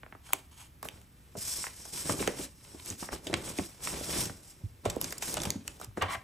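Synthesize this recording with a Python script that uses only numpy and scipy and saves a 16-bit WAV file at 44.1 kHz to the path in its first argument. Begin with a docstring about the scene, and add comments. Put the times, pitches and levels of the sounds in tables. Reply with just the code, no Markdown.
"""A sticker, a sleeve and a planner

A fingertip presses a sticker onto a planner page. Then a sleeve sweeps over the paper: its tiny slips
hiss, rasp and drum. The hands rustle a sticker sheet, tap the page and pat the book, among crisp snaps
and dull knocks. Near the end something hard is nudged along the desk with a clack and a squeak.
Two closely spaced microphones hear it all in a small, quiet room."""
import sys
import numpy as np
from scipy import signal
from scipy.fft import rfft, irfft, next_fast_len
from scipy.io import wavfile

SR = 44100
rng = np.random.default_rng(int(sys.argv[2]) if len(sys.argv) > 2 else 0)


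def to_wav(s):
    """Save 16-bit WAV."""
    ch = np.atleast_2d(s).T  # columns
    pcm = np.round(np.clip(ch, -1, 1) * 32767)  # PCM
    wavfile.write(sys.argv[1], SR, pcm.astype(np.int16))


N = 274743
TIME = np.arange(N) / SR
PADDED = 2 * next_fast_len(N // 2 + SR // 4)   # spare samples let the filters ring out
FREQS = np.maximum(np.arange(PADDED // 2 + 1) * SR / PADDED, 1)

# Levels in the tables set a balance; filters and gains shape them further.
# the room's steady background noise: (frequency [Hz], level [dB])
ROOM_TONE = [(20, -20), (45, -11.5), (68, -3), (90, -7), (120, -8.5), (170, -15), (300, -19.5), (550, -34),
             (1200, -32.5), (2500, -33), (5000, -40), (10000, -46.5), (12000, -26), (15700, -34)]
# how alike the two microphones sound: (frequency [Hz], likeness [0 to 1])
LIKENESS = [(60, .998), (250, .86), (550, .62), (900, .4), (1400, .62), (1950, .92), (2600, .6),
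            (3500, .72), (4800, .5), (5400, .7), (5800, .999), (7700, .999), (8400, .8), (10000, .7),
            (11000, .75), (12500, .999)]
# how far the left microphone runs ahead of the right: (frequency [Hz], phase [radians])
LEFT_LEAD = [(3500, 0), (4750, 1.2), (5500, 0), (10100, 0), (10900, 2.0), (12000, 2.5), (12600, np.pi)]

# A mode is a pitch at which a thing likes to ring; a narrow one rings longer.
# the book lying on the desk: (pitch [Hz], width [Hz], level [dB])
DESK_MODES = [(51.5, 12, 13.5), (93, 20.5, 19), (130, 37, -3.5), (193, 79, 5.5), (286, 106, 2.5),
              (358, 400, 0.5), (450, 42, -24), (590, 28, 7.5), (760, 59, -20)]
# the hard object: (pitch [Hz], width [Hz], level [dB])
OBJECT_MODES = [(590, 31, -4), (796, 46, 6.5), (950, 27, 2.5), (1112, 98, 9.5), (1380, 115, 2.5),
                (1620, 75, 2.5), (1805, 55, 3), (2000, 310, 1), (2400, 30, 2), (2700, 1100, -6.5),
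                (3600, 63, -8)]
# the page under the sticker: (pitch [Hz], width [Hz], level [dB])
PAGE_MODES = [(940, 154, -1), (2270, 200, 3), (3200, 440, -2), (6040, 320, -6), (6800, 260, -5),
              (7570, 240, 0), (8740, 420, -3.5), (9450, 810, -9.5), (12580, 690, 6), (13100, 960, 3),
              (15400, 940, 5)]
# folds of the sheet that sing faintly when rubbed: (pitch [Hz], width [Hz], level [dB])
FOLD_MODES = [(3393, 81, -3.5), (5540, 210, 2), (7370, 420, -5.5), (8110, 720, -1), (8800, 150, -18)]

# dull knocks on the book and desk, from the arm or the nudged object: (time [s], level [dB], pitch [Hz])
DESK_KNOCKS = [(0.333, -46, 430), (1.376, -45, 149), (2.056, -46.5, 260), (2.103, -34.5, 244),
               (2.138, -41, 400), (2.155, -44, 310), (2.203, -38, 380), (2.21, -38, 325),
               (2.278, -29.5, 537), (2.395, -42, 348), (2.907, -41.5, 250), (3.267, -40.5, 415),
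               (3.298, -39.5, 393), (3.337, -35.5, 256), (4.011, -44.5, 425), (4.092, -42.5, 423),
               (4.16, -41, 302), (4.216, -47, 170), (4.258, -41.5, 255), (4.301, -42, 205),
               (4.637, -33, 89), (4.867, -32.5, 93), (5.031, -46, 218), (5.378, -46, 450),
               (5.469, -35, 157), (5.557, -36.5, 223), (5.874, -43.5, 96), (6.026, -34.5, 115),
               (6.024, -34.5, 970), (6.037, -41, 950), (6.158, -48, 100)]
# a hand lands on the book and the page rattles:
# (time [s], thud level [dB], thud pitch [Hz], rattle level [dB], rattle length [s])
HAND_PATS = [(1.353, -43.5, 526, -53, 0.024), (2.094, -32, 440, -27, 0.035), (2.746, -49, 394, -54, 0.016),
             (3.025, -43, 288, -39.5, 0.052), (3.329, -35.5, 318, -31.5, 0.021),
             (3.593, -37, 214, -37, 0.018), (4.858, -30.5, 590, -37, 0.014), (5.973, -41, 286, -36, 0.074)]
# the hard object is shoved, then slides on: (time [s], rise [s], hold [s], fall [s], level [dB])
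SHOVES = [(6.022, 0.013, 0.0098, 0.023, -27.5), (6.057, .006, .012, .04, -44),
          (6.117, 0.07, 0.035, 0.016, -36.5)]
# its squeak sinks as it slows: (time [s], pitch [Hz], level [dB])
SQUEAK = [(6.075, 1150, -55), (6.088, 1123, -38), (6.115, 1080, -38), (6.135, 959, -46), (6.148, 843, -37),
          (6.16, 717, -37), (6.17, 644, -72)]
# fingertips and nails tap the page:
# (time [s], level [dB], low edge [Hz], high edge [Hz], travel time of a 1 kHz ripple [s])
TAPS = [(0.0326, -46.5, 199, 2300, .0026), (0.0628, -50.5, 200, 2000, .003),
        (0.1241, -46.5, 150, 2040, .003), (0.1496, -48.5, 200, 1500, .003), (0.291, -53.5, 600, 1680, .002),
        (0.3045, -50, 600, 1500, 0.0023), (0.3331, -36.5, 505, 1070, 0.0019),
        (0.829, -41, 850, 1170, 0.0014), (0.8519, -41, 200, 1310, 0.0034),
        (1.6406, -38.5, 930, 2040, .0025), (1.667, -39, 450, 2400, .003), (1.8531, -49, 500, 1180, .002),
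        (2.226, -37, 450, 2400, .002), (2.2752, -28.5, 320, 2780, .0022), (3.0882, -40, 450, 1790, .0028),
        (3.1285, -43.5, 250, 2200, .003), (3.3399, -28, 250, 3950, .002), (3.585, -28, 110, 423, 0.0032),
        (3.873, -35, 596, 2600, 0.00144), (4.296, -43.5, 200, 1460, .003), (4.857, -31, 400, 1080, .002),
        (4.9637, -29.5, 167, 503, .0033), (5.125, -42.5, 900, 2400, .0015),
        (5.972, -38.5, 250, 1090, .0025), (5.978, -33.5, 150, 760, 0.0021)]

# the sticker sheet flexes: (time [s], rise [s], hold [s], fall [s], level [dB])
FLEXES = [(2.094, 0.04, 0.14, .06, -63), (3.88, 0.037, 0.39, 0.07, -53), (4.864, .02, 0.29, 0.03, -62),
          (5.222, 0.018, 0.24, 0.064, -50.5)]
# crisp snaps and ticks: mostly creases, also a brief bright rub and the object's clack.
# Hollow, crackle and top treble are counted from the crack's level:
# (time [s], crack [dB], hollow [dB], crackle [dB], top treble [dB], ring pitch [Hz], length [s])
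CRISP_SNAPS = [(0.8284, -47, -10, -1.5, 15.5, 2400, 0.0076), (0.847, -54.5, -12, -19, 24, 2400, 0.093),
               (0.8869, -40.5, -2.5, 0.5, 6, 1800, 0.0046), (1.0152, -65, 3, 3, 16, 2100, .005),
               (1.853, -43, -2, -14, -2, 3000, 0.015), (2.2749, -30, -13, -4, -1, 3000, 0.0087),
               (2.86, -42.5, -13, -11, 8, 4000, 0.0055), (2.902, -34.5, -25, -15, -3, 4000, 0.012),
               (3.269, -38, -9, 3.5, -1, 2870, 0.027), (3.34, -27.5, -9, -2.5, -16, 3000, 0.0073),
               (3.586, -37.5, 3, 4, -14, 2220, 0.0088), (3.8719, -41.5, -5, -4, 1, 3000, 0.0095),
               (4.255, -37.5, -17, -2, 9, 2530, 0.026), (4.853, -37.5, 3, 4, 2, 2800, 0.04),
               (4.899, -32, -17, -5.5, 1, 2880, 0.024), (4.961, -49, -17, -8, 10, 3000, 0.0094),
               (5.014, -36, -11, 0.5, 14, 2960, 0.0061), (5.024, -41, -26, -9, -4, 2750, .005),
               (5.0427, -32.5, -16, -5.5, 4, 3450, 0.011), (5.107, -46, -23, -8, 4, 3480, 0.0061),
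               (5.1235, -36, -7, -12, 7, 1620, 0.016), (5.181, -37, -21, -24, 4, 2100, .011),
               (5.2228, -32, -7.5, 0, 5, 3200, 0.047), (5.3416, -29.5, -10, -19, 6, 4000, 0.0027),
               (5.369, -34, -1, 2.5, 0, 2800, 0.019), (5.378, -44, 8, 3, -2, 1610, 0.015),
               (5.402, -42, -11, 2, -2, 2700, 0.01), (5.418, -32.5, -25, -14, -5, 3420, 0.0082),
               (5.434, -35, -3, -2.5, 6, 3000, 0.021), (5.4526, -36, 0.5, 0, 4, 2580, 0.026),
               (5.5042, -26.5, -25, -10, 4, 2200, 0.0062), (5.678, -32.5, -6.5, 1, -0.5, 3960, 0.006),
               (5.799, -58.5, 12.5, 2, 16, 1800, 0.007), (5.813, -50, 10.5, -16, 14, 1600, 0.0058),
               (5.845, -42.5, -16, -25, 7, 1600, 0.008), (6.022, -37.5, -10, -20, 1, 2000, .022)]
# tone of the hollow under the page: (frequency [Hz], level [dB])
HOLLOW_TONE = [(100, -6), (400, 6), (700, 15), (980, 11.5), (1250, 10.5), (1600, 3.5), (3000, -46.5)]
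# tone of a snap's crackle: (frequency [Hz], level [dB])
CRACKLE_TONE = [(900, -16), (1500, -2.5), (2050, 4), (2500, 8), (3100, 9), (3700, 11.5), (4400, 2),
                (7000, -33)]
# tone of a snap's bright crack: (frequency [Hz], level [dB])
CRACK_TONE = [(2500, -57), (4400, 10), (6000, 13.5), (7800, 12.5), (10000, -0.5), (12000, 9.5), (15300, -6)]

# the fingertip smooths the sticker: (time [s], rise [s], hold [s], fall [s], level [dB])
FINGER_STROKES = [(0.289, 0.061, 0.05, 0.06, -48), (0.326, .003, .012, 0.095, -39),
                  (0.515, .004, 0.153, 0.033, -54), (0.61, 0.044, 0.016, 0.047, -45.5)]
# the sticker's edge flicks off the nail: (time [s], level [dB])
EDGE_FLICKS = [(0.3331, -21)]
# tone of dry skin on the sticker: (frequency [Hz], level [dB])
SKIN_TONE = [(300, -13), (1000, 13.5), (2500, 2.5), (4500, 7.5), (7000, 7), (10200, 4), (12000, 4),
             (14000, -23)]

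# sleeve and hand sweep the paper; more weight means a heavier touch:
# (time [s], rise [s], hold [s], fall [s], hiss level [dB], weight [dB])
SLEEVE_STROKES = [(0.847, 0.025, 0.012, 0.038, -50.5, 12), (0.935, 0.078, 0.027, 0.11, -58.5, 7),
                  (1.2, 0.09, 0.21, .05, -69, 5.5), (1.371, 0.0037, 0.081, 0.1, -40.5, -22),
                  (1.505, 0.13, 0.032, 0.098, -33, -21), (1.61, 0.086, 0.017, 0.2, -38.5, -9.5),
                  (1.81, 0.072, 0.066, 0.24, -47, -7.5), (1.931, 0.011, 0.076, .17, -35.5, -8.5),
                  (2.088, 0.057, 0.029, 0.087, -32.5, -2.5), (2.209, 0.065, 0.027, 0.2, -37.5, 3),
                  (2.399, 0.045, 0.041, 0.052, -39, -0.5), (2.71, 0.15, 0.16, 0.17, -51, -3),
                  (2.894, 0.048, 0.01, 0.073, -38, -3.5), (3.016, 0.045, 0.021, 0.1, -40.5, -9),
                  (3.137, 0.032, 0.0047, 0.057, -40, 7.5), (3.27, 0.058, 0.02, 0.043, -50.5, -1),
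                  (3.345, 0.12, 0.047, 0.21, -50, 12.5), (3.477, 0.061, 0.009, 0.18, -39, 1),
                  (3.588, 0.051, 0.0059, 0.19, -40, -3.5), (3.866, 0.062, 0.012, 0.04, -35.5, -11),
                  (3.941, 0.15, 0.025, 0.31, -40, 5), (4.11, 0.019, 0.02, 0.87, -54.5, 5),
                  (4.18, 0.17, 0.046, 0.1, -31, -3.5), (4.48, 0.066, 0.026, 0.12, -51, -27),
                  (4.857, 0.023, 0.05, 0.23, -54.5, 19.5), (5.02, 0.023, 0.021, 0.24, -42.5, 3.5),
                  (5.225, 0.02, 0.1, 0.1, -37, -8), (5.445, 0.28, 0.028, 0.15, -44.5, 10),
                  (5.685, 0.048, 0.0088, 0.19, -51.5, 4), (5.841, 0.058, 0.007, 0.017, -49, 5),
                  (5.979, 0.016, 0.073, 0.17, -54.5, 15), (6.115, 0.035, 0.033, 0.044, -45, 0)]
# tone of fibres catching on the paper: (frequency [Hz], level [dB])
HISS_TONE = [(2500, -9), (4400, -3.5), (5200, 4), (6500, 1.5), (8300, 3.5), (9200, 3), (10200, -4.5),
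             (11800, 7.5), (12500, 6), (13300, 3), (15700, -26)]
# tone of the coarser slips: (frequency [Hz], level [dB])
RASP_TONE = [(500, -23), (950, 1.5), (1300, -3), (2000, -1), (2300, 1.5), (3100, -0.5), (3450, -2.5),
             (3900, 0.5), (6000, -12)]
# tone of the page drumming on the book: (frequency [Hz], level [dB])
DRUM_TONE = [(25, -5), (60, 10.5), (150, 8.5), (300, 6.5), (420, 3.5), (600, 0.5), (850, -1.5), (1400, -12),
             (3000, -43)]


def from_db(db):
    """Turn decibels into a number to multiply a sound by."""
    return 10 ** (np.asarray(db) / 20)


def rms_one(x):
    """Scale a signal so that its average power is 1."""
    return x / np.sqrt(np.mean(np.abs(x) ** 2) + 1e-20)


def energy_of(x, seconds):
    """Give each row as much energy as a signal of power 1 has in this many seconds."""
    return x / np.linalg.norm(x, axis=1, keepdims=True) * np.sqrt(seconds * SR)


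def at_freqs(table):
    """Read a table at every frequency, joining its points on a scale of octaves."""
    hz, value = np.transpose(table)
    return np.interp(np.log(FREQS), np.log(hz), value)


def drift(per_s):
    """A random wobble that heads for a new value per_s times a second."""
    return rms_one(np.interp(TIME * per_s, np.arange(N // 10), rng.standard_normal(N // 10)))


def low_pass(x, hz, order):
    """Soften everything above hz."""
    return signal.sosfilt(signal.butter(order, min(hz, SR / 3), fs=SR, output="sos"), x + 1e-18)


def high_pass(x, hz, order):
    """Soften everything below hz."""
    return signal.sosfilt(signal.butter(order, hz, "high", fs=SR, output="sos"), x)


def colour(x, tone):
    """Give a sound the tone in a table; white noise keeps its power."""
    cepstrum = irfft(np.log(rms_one(from_db(at_freqs(tone)))))
    # folding it in half makes the filter ring only after a click, never before
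    cepstrum[1:PADDED // 2] *= 2
    cepstrum[PADDED // 2 + 1:] = 0
    return irfft(rfft(x, PADDED) * np.exp(rfft(cepstrum)))[..., :N]


def resonate(x, modes, sign=-1):
    """Ring all the modes at once; a sign near +1 starts them in step, for the sharpest attack."""
    out = 0
    for k, (hz, width, db) in enumerate(modes):
        decay = np.exp(-np.pi * abs(width) / SR)
        poles = [1, -2 * decay * np.cos(2 * np.pi * hz / SR), decay ** 2]
        ring = (1 - decay ** 2) / 2 * signal.lfilter([1, 0, -1], poles, x + 1e-18)
        out = out + sign ** k * from_db(db) * ring
    return out


def add(track, s, sound):
    """Mix a short sound into a track at s seconds."""
    start = max(round(s * SR), 0)
    track[:, start:start + sound.shape[1]] += sound[:, :N - start]


def stroke(s, rise_s, hold_s, fall_s, db):
    """One movement swells until time s, holds and fades; rise and fall each cover 20 dB."""
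    rising = np.maximum(s - TIME, 0) / max(rise_s, .002)
    falling = np.maximum(TIME - s - hold_s, 0) / max(fall_s, .002)
    return from_db(db - 20 * np.minimum(rising ** 2 + falling, 6))


def movements(table):
    """Loudness over time of several strokes; where they overlap, their powers add."""
    return np.sqrt(sum(stroke(*row) ** 2 for row in table))


def friction(per_s, spread_db, smooth, tremble_db, tremble_per_s):
    """Tiny uneven slips over smooth noise, under trembling pressure. Rows: direct, scattered sound."""
    sizes = from_db(spread_db * np.minimum(rng.exponential(1, N), 4))
    slips = (rng.random(N) < per_s / SR) * sizes * rng.choice([-1, 1], (2, N))
    grain = rms_one(slips) + smooth * rng.standard_normal((2, N))
    return rms_one(grain * from_db(tremble_db * drift(tremble_per_s)))


def slip_burst(length_s, first_slip, spike_db):
    """One sharp slip and a dying rattle of smaller ones."""
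    t = TIME[:SR // 20]
    length_s = max(length_s, .002)
    rattle = rng.standard_normal((2, len(t))) * from_db(spike_db * rng.standard_normal(len(t)))
    rattle *= from_db(-40 * t / length_s)
    rattle /= np.linalg.norm(rattle, axis=1, keepdims=True)
    rattle[0, 2] += first_slip / length_s   # the first slip stands out more in a short snap
    return energy_of(rattle, seconds=.01)


def bend(x, travel_s, top_hz=4000):
    """High ripples cross the stiff page faster than low ones, so a blow becomes a falling chirp."""
    size = 2 * x.shape[1]
    hz = np.maximum(np.arange(size // 2 + 1) * SR / size, 40)
    delay_s = abs(travel_s) * np.maximum(np.sqrt(1000 / hz) - np.sqrt(1000 / top_hz), 0)
    return irfft(rfft(x, size) * np.exp(-2j * np.pi * np.cumsum(delay_s) * SR / size))


def microphones(x, left_lag_s):
    """Direct sound reaches both alike, scattered sound oppositely; high treble falls out of step."""
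    direct, scattered = rfft(x, PADDED)
    alike = np.clip(at_freqs(LIKENESS), -1, 1)
    mid = np.sqrt((1 + alike) / 2) * direct
    side = np.sqrt((1 - alike) / 2) * scattered
    turn = np.exp(.5j * at_freqs(LEFT_LEAD) - 1j * np.pi * FREQS * left_lag_s)
    return irfft(np.array([(mid + side) * turn, (mid - side) / turn]))[:, :N]


def room(x, echo_db, fade_s=0.29):
    """The desk and nearby walls add a short echo that has lost its highest treble."""
    t = TIME[:SR // 3]
    tail = rng.standard_normal((2, len(t))) * from_db(-60 * t / fade_s) * (t > .004)
    tail = low_pass(tail / np.linalg.norm(tail, axis=1, keepdims=True), hz=5200, order=1)
    return x + from_db(echo_db) * signal.fftconvolve(x[:1], tail, axes=1)[:, :N]


def room_tone():
    """The quiet room has a faint, steady rumble and hiss."""
    return from_db(-56.5) * colour(rng.standard_normal((2, N)), ROOM_TONE)


def knocks(settle_s=0.015):
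    """A soft push and a short shudder ring the book and desk around the pitch of each knock."""
    out, t = np.zeros((2, N)), TIME[:SR // 3]
    for s, db, hz, *_ in HAND_PATS + DESK_KNOCKS:
        force = 0.072 * rng.standard_normal((2, len(t))) * np.exp(-t / settle_s)
        force[0, 0] += 1   # the push itself
        force = high_pass(low_pass(force, 1.07 * hz, order=3), 0.74 * hz, order=2)
        thud = resonate(force, DESK_MODES, sign=0.97)
        add(out, s, from_db(db) * thud / np.linalg.norm(thud[0]) * np.sqrt(.03 * SR))
    return out


def scrape():
    """A hard object judders over the desk and rings; it sticks and slips with a squeak as it stops."""
    judder = friction(per_s=1200, spread_db=0.5, smooth=1.0, tremble_db=1.0, tremble_per_s=140)
    body = resonate(judder * movements(SHOVES), OBJECT_MODES)
    body /= np.std(resonate(judder[0], OBJECT_MODES))
    times, pitches, levels = np.transpose(SQUEAK)
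    slip_hz = np.interp(TIME, times, pitches) * (1 + 0.045 * drift(500))
    phase = 2 * np.pi * np.cumsum(slip_hz) / SR
    loudness = from_db(np.interp(TIME, times, levels) + 2.1 * drift(260))
    squeak = (np.sin(phase) + from_db(-11) * np.sin(2 * phase)) * loudness
    direct_only = [[1], [0]]
    started = TIME > SHOVES[0][0] - SHOVES[0][1]
    return (low_pass(body, hz=3900, order=3) + squeak * direct_only) * started


def taps():
    """A tap makes the page chatter: a nail is brighter than a fingertip, a loose spot is deeper."""
    out = np.zeros((2, N))
    for s, db, low_hz, high_hz, travel_s in TAPS:
        blow = slip_burst(length_s=.018, first_slip=.03, spike_db=2.0)
        blow = high_pass(low_pass(blow, high_hz, order=4), low_hz, order=2)
        add(out, s, from_db(db) * bend(energy_of(blow, seconds=.01), travel_s))
    return out


def crinkles(per_s=340, spread_db=2, low_hz=1410, high_hz=9800):
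    """The flexing sheet gives tiny random clicks, each ringing briefly at one of ten pitches."""
    sizes = from_db(spread_db * np.minimum(rng.exponential(1, N), 3)) * rng.choice([-1, 1], (2, N))
    clicks = sizes * (rng.random(N) < per_s / SR)
    pitches = np.geomspace(low_hz, high_hz, 10)
    chosen = rng.integers(0, len(pitches), N)
    rings = sum(resonate(clicks * (chosen == k), [(hz, hz / 2.6, 0)]) for k, hz in enumerate(pitches))
    return rms_one(low_pass(rings, 1.5 * high_hz, order=6)) * movements(FLEXES)


def snap_events(page_ring_hz=1870):
    """List each crisp snap, then each duller rattle of the page under a hand."""
    for s, db, hollow_db, crackle_db, top_db, ring_hz, length_s in CRISP_SNAPS:
        yield s, db + hollow_db, db + crackle_db, db, top_db, ring_hz, length_s
    for s, _, _, db, length_s in HAND_PATS:
        yield s, db, db - 3, db - 16, 0, page_ring_hz, length_s


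def snaps(dull_hz=2400, top_hz=10200):
    """Each snap is a burst of slips heard as a hollow knock, a crackle, a brief ring and a crack."""
    hollow, crackle, ring, crack = np.zeros((4, 2, N))
    for s, hollow_db, crackle_db, crack_db, top_db, ring_hz, length_s in snap_events():
        snap = slip_burst(length_s, first_slip=0.0015, spike_db=3.0)
        # a bounce off the desk gives every spot its own tone
        delay = round(rng.uniform(.0001, .0007) * SR)
        bounce = np.pad(snap, ((0, 0), (delay, 0)))[:, :snap.shape[1]]
        snap = 0.62 * (snap + 0.4 * bounce)
        octaves_up = 2 * max(crack_db - hollow_db + 16, 0)   # a soft tap has a duller crackle
        ringing = resonate(snap, [(ring_hz, ring_hz / 3.5, 0)])
        top = from_db(top_db) * high_pass(snap, top_hz, order=5)
        add(hollow, s, bend(snap, travel_s=0.00199) * from_db(hollow_db))
        add(crackle, s, low_pass(snap, dull_hz * 2 ** octaves_up, order=3) * from_db(crackle_db - 2))
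        add(ring, s, rms_one(ringing) * np.std(snap) * from_db(crackle_db - 11))
        add(crack, s, (low_pass(snap, top_hz, order=5) + top) * from_db(crack_db))
    return colour(hollow, HOLLOW_TONE) + colour(crackle, CRACKLE_TONE) + ring + colour(crack, CRACK_TONE)


def sticker():
    """A fingertip hisses over the sticker; this and the flick of its edge make the page ring."""
    skin = friction(per_s=3900, spread_db=2.0, smooth=1.0, tremble_db=2.5, tremble_per_s=64)
    skin *= movements(FINGER_STROKES)
    force = from_db(-6.5) * low_pass(skin, hz=10800, order=4)
    flick = slip_burst(length_s=.005, first_slip=.007, spike_db=2.0)
    for s, db in EDGE_FLICKS:
        add(force, s, from_db(db) * flick)
    return from_db(6.5) * resonate(force, PAGE_MODES) + from_db(-8) * colour(skin, SKIN_TONE)


def sleeve_gain(level_db, weight_share, resting_db):
    """Loudness of one part of the rubbing: it follows the strokes, plus a share of their weight."""
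    power = from_db(resting_db) ** 2   # the arm never lies quite still
    for *movement, weight_db in SLEEVE_STROKES:
        power += (stroke(*movement) * from_db(level_db + weight_share * weight_db)) ** 2
    return np.sqrt(power)


def sleeve():
    """Fibres catch on the paper and hiss; coarser slips make the page rasp and drum on the book."""
    hiss_gain = sleeve_gain(level_db=0, weight_share=0, resting_db=-73)
    hiss = friction(per_s=3300, spread_db=5.0, smooth=1.44, tremble_db=2.2, tremble_per_s=81)
    hiss *= hiss_gain
    rasp = friction(per_s=1500, spread_db=0.5, smooth=0.54, tremble_db=3.5, tremble_per_s=160)
    rasp *= sleeve_gain(level_db=-9, weight_share=0.48, resting_db=-95)
    drum = friction(per_s=240, spread_db=2.5, smooth=0.89, tremble_db=1.5, tremble_per_s=67)
    drum *= sleeve_gain(level_db=-2.5, weight_share=1, resting_db=-69)
    # as the contact wanders, now one fold rings and now another
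    catching = hiss_gain * rng.standard_normal((2, N))
    folds = sum(resonate(catching, [mode]) * from_db(3.8 * drift(11)) for mode in FOLD_MODES)
    book = from_db(-3) * colour(drum, DRUM_TONE) + from_db(-3.5) * resonate(drum, DESK_MODES)
    return from_db(-2.5) * colour(hiss, HISS_TONE) + folds + colour(rasp, RASP_TONE) + book


def scene():
    """Rubbing and knocks lie ahead; snaps, crinkles and the nearby sticker are a little to the right."""
    thuds = knocks()
    air = room_tone()
    crisp = snaps() + crinkles()
    ahead = room(sleeve() + thuds + scrape(), echo_db=-10) + room(taps(), echo_db=-9.5) + air
    aside = room(sticker(), echo_db=-18) + room(crisp, echo_db=-10)
    ahead = microphones(ahead, left_lag_s=0) * from_db([[-.2], [.2]])
    aside = microphones(aside, left_lag_s=7e-6) * from_db([[-.5], [.5]])
    return ahead + aside


def record(dry, cutoff_hz=16100):
    """Round off the loudest peaks and cut away the very highest treble."""
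    rounded = .9 * np.tanh(dry / .9)
    return signal.sosfilt(signal.ellip(10, .1, 80, cutoff_hz, fs=SR, output="sos"), rounded)


dry = scene()
out = record(dry)
to_wav(out)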